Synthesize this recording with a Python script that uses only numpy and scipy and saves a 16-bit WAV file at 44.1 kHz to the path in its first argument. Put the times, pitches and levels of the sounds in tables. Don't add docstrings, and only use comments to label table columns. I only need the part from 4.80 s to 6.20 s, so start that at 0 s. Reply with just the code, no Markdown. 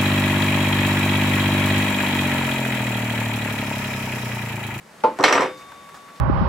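import sys
import numpy as np
from scipy import signal
from scipy.fft import irfft
from scipy.io import wavfile

SR = 44100
rng = np.random.default_rng(int(sys.argv[2]) if len(sys.argv) > 2 else 0)


def master_out(mix):
    frames = np.transpose(np.atleast_2d(mix))
    ceiling = np.clip(frames, -1, 1)
    pcm = np.round(ceiling * 32767).astype(np.int16)
    wavfile.write(sys.argv[1], SR, pcm)


N = 61739
RING_N = 18432
ONSET_S = 0.00048

# frequency in Hz, left-right correlation.
CLOSE_COHERENCE = [(60, .99), (160, 1), (300, 0.99), (600, 0.84), (1200, 0.85), (2200, 0.73), (4500, 0.75),
                   (15000, 1)]
AIR_COHERENCE = [(60, 1), (180, 0.88), (550, 0.64), (1650, 0.59), (4970, 0.52), (15000, 0.67)]
# frequency in Hz, relative spectral density in dB.
AIR_SPECTRUM = [(25, -51), (55, -7.5), (100, -8.5), (160, -1), (300, -3), (600, -1.5), (1200, -3.5),
                (2000, -6), (3500, -14.5), (8000, -18), (13000, -25.5), (16000, -35)]
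THUD_SPECTRUM = [(40, -32), (110, -19), (210, -5.5), (350, 3.5), (500, -0.5), (800, -3), (1050, -2),
                 (1400, -9.5), (1700, -17), (2300, -18), (3500, -28), (5000, -29), (7000, -44),
                 (10000, -39), (15000, -65)]
WOOD_SPECTRUM = [(30, -60), (80, -17), (160, -12.5), (235, -14.5), (290, -1), (450, -2), (800, -2),
                 (1200, 2), (1600, 0), (2200, -1), (3500, -5), (6000, -9.5), (10000, -12), (16000, -38)]
STEEL_SPECTRUM = [(300, -26), (1500, 11), (2500, -2), (3500, -38), (4600, -2.5), (5700, 5), (6500, -13.5),
                  (7600, -3.5), (8500, -12.5), (10300, -19), (11150, -18), (11800, -19), (15000, -30)]
TICK_SPECTRUM = [(500, -19), (2000, 7), (5000, 3), (7700, 2), (10000, -13), (14000, -15), (16000, -32)]
# frequency in Hz, 60 dB decay time in seconds.
THUD_DECAY = [(150, 0.51), (500, 0.18), (1200, 0.31), (2500, 0.38), (10000, 0.15)]
WOOD_DECAY = [(100, 0.48), (400, 0.29), (1200, 0.17), (3000, 0.28), (8000, 0.32), (15000, 0.18)]
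# time in seconds, level in dB.
AIR_LEVELS = [(0, -50), (.2, -46.5), (.8, -46), (1.4, -47.5)]
HUM_LEVELS = [(0, -53), (.2, -55.5), (.8, -63), (1.4, -64)]
# start in seconds, length in seconds, level in dB, centre in Hz.
BRUSHES = [(0.2, 0.026, -52, 2610), (.367, 0.037, -44, 1430), (.368, 0.024, -57, 6000),
           (0.771, 0.07, -52.5, 4850), (.815, 0.028, -47.5, 1800), (1.142, 0.066, -45.5, 1080),
           (1.139, 0.065, -53, 5500), (1.278, 0.049, -48, 1330), (1.354, 0.052, -53, 3780)]
# start in seconds, relative level in dB.
HANDLE_IMPACTS = [(.2374, 0), (.2454, -7)]
# start in seconds, relative wood level in dB, contact cutoff in Hz,
# relative steel level in dB, relative tick level in dB.
BLADE_IMPACTS = [(0.3881, -8.5, 1090, -21.5, -14.5), (0.398, -2, 945, -35, -31),
                 (0.4087, -12, 1250, -21, -14.5), (.4285, -8.5, 1300, -18.5, -15), (.4386, 2, 3930, 1, -6),
                 (0.4798, -5.5, 2820, -5, -25), (0.487, -10, 2100, -20, -24), (0.5, -10, 2340, -20, -31),
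                 (0.51, -4.5, 1620, -27, -30), (0.5257, -2.5, 2740, -1.5, -9), (.553, -4, 1940, -10.5, -26),
                 (.559, -7, 1490, -17, -28), (0.5777, -3.5, 2150, -33, -23), (.596, -3, 1270, -31, -23),
                 (.607, -4.5, 1500, -12, -32), (.620, -10.5, 2380, -14, -27), (0.629, -7.5, 1780, -23, -24),
                 (.644, -15, 1590, -45, -36), (.658, -17.5, 1710, -29, -41), (0.693, -24.5, 1600, -42, -40)]
# frequency in Hz, relative level in dB under the
# handle, the same under the blade, 60 dB decay time in seconds.
TOP_HZ = [207, 283, 306, 384, 442, 481, 514, 542, 603, 675, 730, 802, 882, 946, 976, 1019, 1167, 1203, 1259,
          1305, 1396]
TOP_HANDLE_DB = [-25.5, -23.5, -33, -29, -17.5, -11.5, -20.5, -19, -18, -16, -40, -27, -5, -14, -34, -11.5,
                 -32, -38, -36, -23, -19.5]
TOP_BLADE_DB = [-17, -6, -12, -2.5, -2.5, -6, -3, -7, -4.5, -5, -4, -8, -2.5, -4, -3, -4, -3, -3, -3, -6,
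                -4]
TOP_T60 = [.16, .25, .33, .23, .24, .15, .3, .21, .22, .18, .2, .22, .17, .16, .2, .14, .17, .22, .2, .09,
           .09]
# frequency in Hz, relative level in dB, 60 dB decay time in seconds.
BLADE_MODE_HZ = [1831, 2034, 2164, 2200, 2223, 2369, 2701, 3052, 3122, 4030, 4135, 5790, 5842, 5885, 7295,
                 7695, 7973, 8947, 11120]
BLADE_MODE_LEVELS = [8.5, -5.5, -1, 0.5, -2.5, -6.5, -8.5, -12, -7.5, -9, -2.5, -3, -3.5, -7, -15.5, -7,
                     -27, -21, -19.5]
BLADE_MODE_T60 = [.12, .3, .18, .18, .24, .24, .3, .18, .2, .09, .07, .1, .16, .14, .3, .18, .85, .27, .16]
SHAFT_MODE_HZ = [1131.4, 2244, 3630.3, 3632, 4140, 4255, 4982]
SHAFT_MODE_LEVELS = [-41.5, -45, -48, -35, -13, -19, -32]
SHAFT_MODE_T60 = [14, 2.43, 3.9, 0.62, 0.04, 0.042, 0.66]
# start in seconds, level in dB.
FINGER_TAPS = [(.9195, -37.5), (1.0905, -39), (1.1435, -38)]


def amp(db):
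    return 10 ** (np.asarray(db) / 20)


def unit(x):
    return x / np.sqrt(np.mean(x ** 2) + 1e-20)


def curve_at(points, hz):
    f, value = np.transpose(points)
    return np.interp(np.log(hz + 1), np.log(f), value)


def pan(db):
    return amp([[db / 2], [-db / 2]])


def add(mix, start_s, sound):
    part = mix[:, round(start_s * SR):][:, :sound.shape[1]]
    part += sound[:, :part.shape[1]]


def noise(colour, size, coherence=CLOSE_COHERENCE):
    hz = np.fft.rfftfreq(size, 1 / SR)
    mid, side = np.exp(2j * np.pi * rng.random((2, len(hz))))
    correlation = np.clip(curve_at(coherence, hz), 0, 1)
    mid, side = mid * np.sqrt(1 + correlation), side * np.sqrt(1 - correlation)
    return unit(irfft(np.array([mid + side, mid - side]) * amp(colour(hz)), size))


def dense_modes(spectrum, t60s, crack_db, crack_s):
    t = np.arange(RING_N) / SR
    hz, frame_s, bands = signal.stft(noise(lambda f: curve_at(spectrum, f), RING_N), SR, nperseg=256)
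    decay = amp(-60 * frame_s / curve_at(t60s, hz)[:, None])
    ring = signal.istft(bands * decay, SR, nperseg=256)[1][:, :RING_N]
    crack = 1 + amp(crack_db) * np.exp(-t / crack_s)
    return unit(ring * np.minimum(t / ONSET_S, 1) * crack) / np.sqrt(RING_N)


def modes(frequencies, levels, t60s, size=RING_N):
    t, partials = np.arange(size) / SR, []
    for k, (hz, db, t60) in enumerate(zip(frequencies, levels, t60s)):
        phase_gap = np.arccos(np.clip(curve_at(CLOSE_COHERENCE, hz), 0, 1))
        skew = phase_gap / 2 * np.array([[1], [-1]]) * (-1) ** (k // 2)
        partials.append((-1) ** k * amp(db - 60 * t / t60) * np.exp(1j * (2 * np.pi * hz * t + skew)))
    return np.array(partials)


def strike(partials, spread_db=1.5):
    gains = amp(-spread_db * rng.standard_normal(len(partials)))
    phases = np.exp(2j * np.pi * rng.random(len(partials)))
    return np.tensordot(gains * phases, partials, 1).imag


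def background(hum_hz=198, hum_width_hz=32):
    t = np.arange(N) / SR
    air = noise(lambda f: curve_at(AIR_SPECTRUM, f), N, AIR_COHERENCE)
    air *= amp(np.interp(t, *np.transpose(AIR_LEVELS)))
    hum = noise(lambda f: -20 * np.log10(1 + ((f - hum_hz) / hum_width_hz) ** 2), N)
    return air + hum * amp(np.interp(t, *np.transpose(HUM_LEVELS)))


def paper_noise(centre_hz, size, half_width_octaves=0.53):
    return noise(lambda f: -10 * np.log10(1 + (np.log2((f + 1) / centre_hz) / half_width_octaves) ** 4),
                 size)


def hand_rustles():
    out, t = np.zeros((2, N)), np.arange(8192) / SR
    for start_s, length_s, db, centre_hz in BRUSHES:
        swell = np.sin(np.pi * np.minimum(t / length_s, 1) ** 0.48)
        add(out, start_s, amp(db) * swell * paper_noise(centre_hz, len(t)))
    return out


def wood_swing(hz=996, t60=0.01):
    t = np.arange(RING_N) / SR
    return amp(-8 - 60 * t / t60) * np.cos(2 * np.pi * hz * t) * np.minimum(t / ONSET_S, 1)


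def handle_knocks():
    out = np.zeros((2, N))
    ring = amp(-3.5) * modes(TOP_HZ, TOP_HANDLE_DB, TOP_T60).sum(0).imag
    for start_s, db in HANDLE_IMPACTS:
        thud = amp(10) * dense_modes(THUD_SPECTRUM, THUD_DECAY, crack_db=-2, crack_s=0.006)
        add(out, start_s, amp(db) * (wood_swing() + thud + ring))
    return out


def table_radiation(vibration, cutoff_hz=116.6):
    return signal.sosfilt(signal.butter(3, cutoff_hz, "high", fs=SR, output="sos"), vibration)


def contact(x, cutoff_hz, order=2.83, floor_db=-32.5):
    hz = abs(np.fft.fftfreq(1024, 1 / SR))
    log_gain = -.5 * np.log(1 + (hz / cutoff_hz) ** (2 * order))
    log_gain = np.logaddexp(log_gain, np.log(amp(floor_db)))
    minimum_phase = np.exp(np.conj(signal.hilbert(log_gain)))
    pulse = np.fft.ifft(minimum_phase).real[:512]
    return signal.fftconvolve(x, pulse[None], axes=1)


def blade_knocks():
    out = np.zeros((2, N))
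    partials = amp(-21) * modes(TOP_HZ, TOP_BLADE_DB, TOP_T60)
    for start_s, wood_db, cutoff_hz, _, _ in BLADE_IMPACTS:
        ring = strike(partials)
        clatter = amp(17) * dense_modes(WOOD_SPECTRUM, WOOD_DECAY, crack_db=-4.5, crack_s=0.0037)
        add(out, start_s, amp(wood_db) * contact(wood_swing() + ring + clatter, cutoff_hz))
    return out


def blade_rattle(rattle_t60=0.2, tick_s=0.0024, settle_s=0.66, damping_db_per_s=34):
    out = np.zeros((2, N))
    partials = amp(-23) * modes(BLADE_MODE_HZ, BLADE_MODE_LEVELS, BLADE_MODE_T60)
    tick_envelope = amp(-17) * np.exp(-np.arange(2048) / SR / tick_s)
    for start_s, _, _, steel_db, tick_db in BLADE_IMPACTS:
        rattle = amp(5) * dense_modes(STEEL_SPECTRUM, [(1, rattle_t60)], crack_db=-10, crack_s=0.004)
        add(out, start_s, amp(steel_db) * (strike(partials) + rattle))
        tick = tick_envelope * noise(lambda f: curve_at(TICK_SPECTRUM, f), len(tick_envelope))
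        add(out, start_s, amp(tick_db) * tick)
    lying_s = np.maximum(np.arange(N) / SR - settle_s, 0)
    return out * amp(-damping_db_per_s * lying_s)


def shaft_ring(slap_s=0.4386):
    out = np.zeros((2, N))
    add(out, slap_s, modes(SHAFT_MODE_HZ, SHAFT_MODE_LEVELS, SHAFT_MODE_T60, N).sum(0).imag)
    return out


def last_rocking(start_s=0.689, rise_s=0.032, hz=516, db=-24, t60=0.16):
    out, t = np.zeros((2, N)), np.arange(RING_N) / SR
    add(out, start_s, np.minimum(t / rise_s, 1) * modes([hz], [db], [t60])[0].imag)
    return out


def finger_taps(centre_hz=1260, decay_s=0.0087):
    out, t = np.zeros((2, N)), np.arange(8192) / SR
    for start_s, db in FINGER_TAPS:
        add(out, start_s, amp(db) * np.exp(-t / decay_s) * paper_noise(centre_hz, len(t)))
    return out


def scene():
    wood = table_radiation(handle_knocks() + blade_knocks())
    impacts = wood + blade_rattle() + last_rocking()
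    surroundings = hand_rustles() + finger_taps() + background()
    return impacts * pan(-0.24) + shaft_ring() * pan(3.5) + surroundings * pan(0.3)


def record(dry):
    rounded = dry / (1 + dry ** 6) ** (1 / 6)
    low_pass = signal.firwin(511, cutoff=15850, window=("kaiser", 9), fs=SR)
    return signal.oaconvolve(rounded, low_pass[None], "same")


dry = scene()
out = record(dry)
master_out(out)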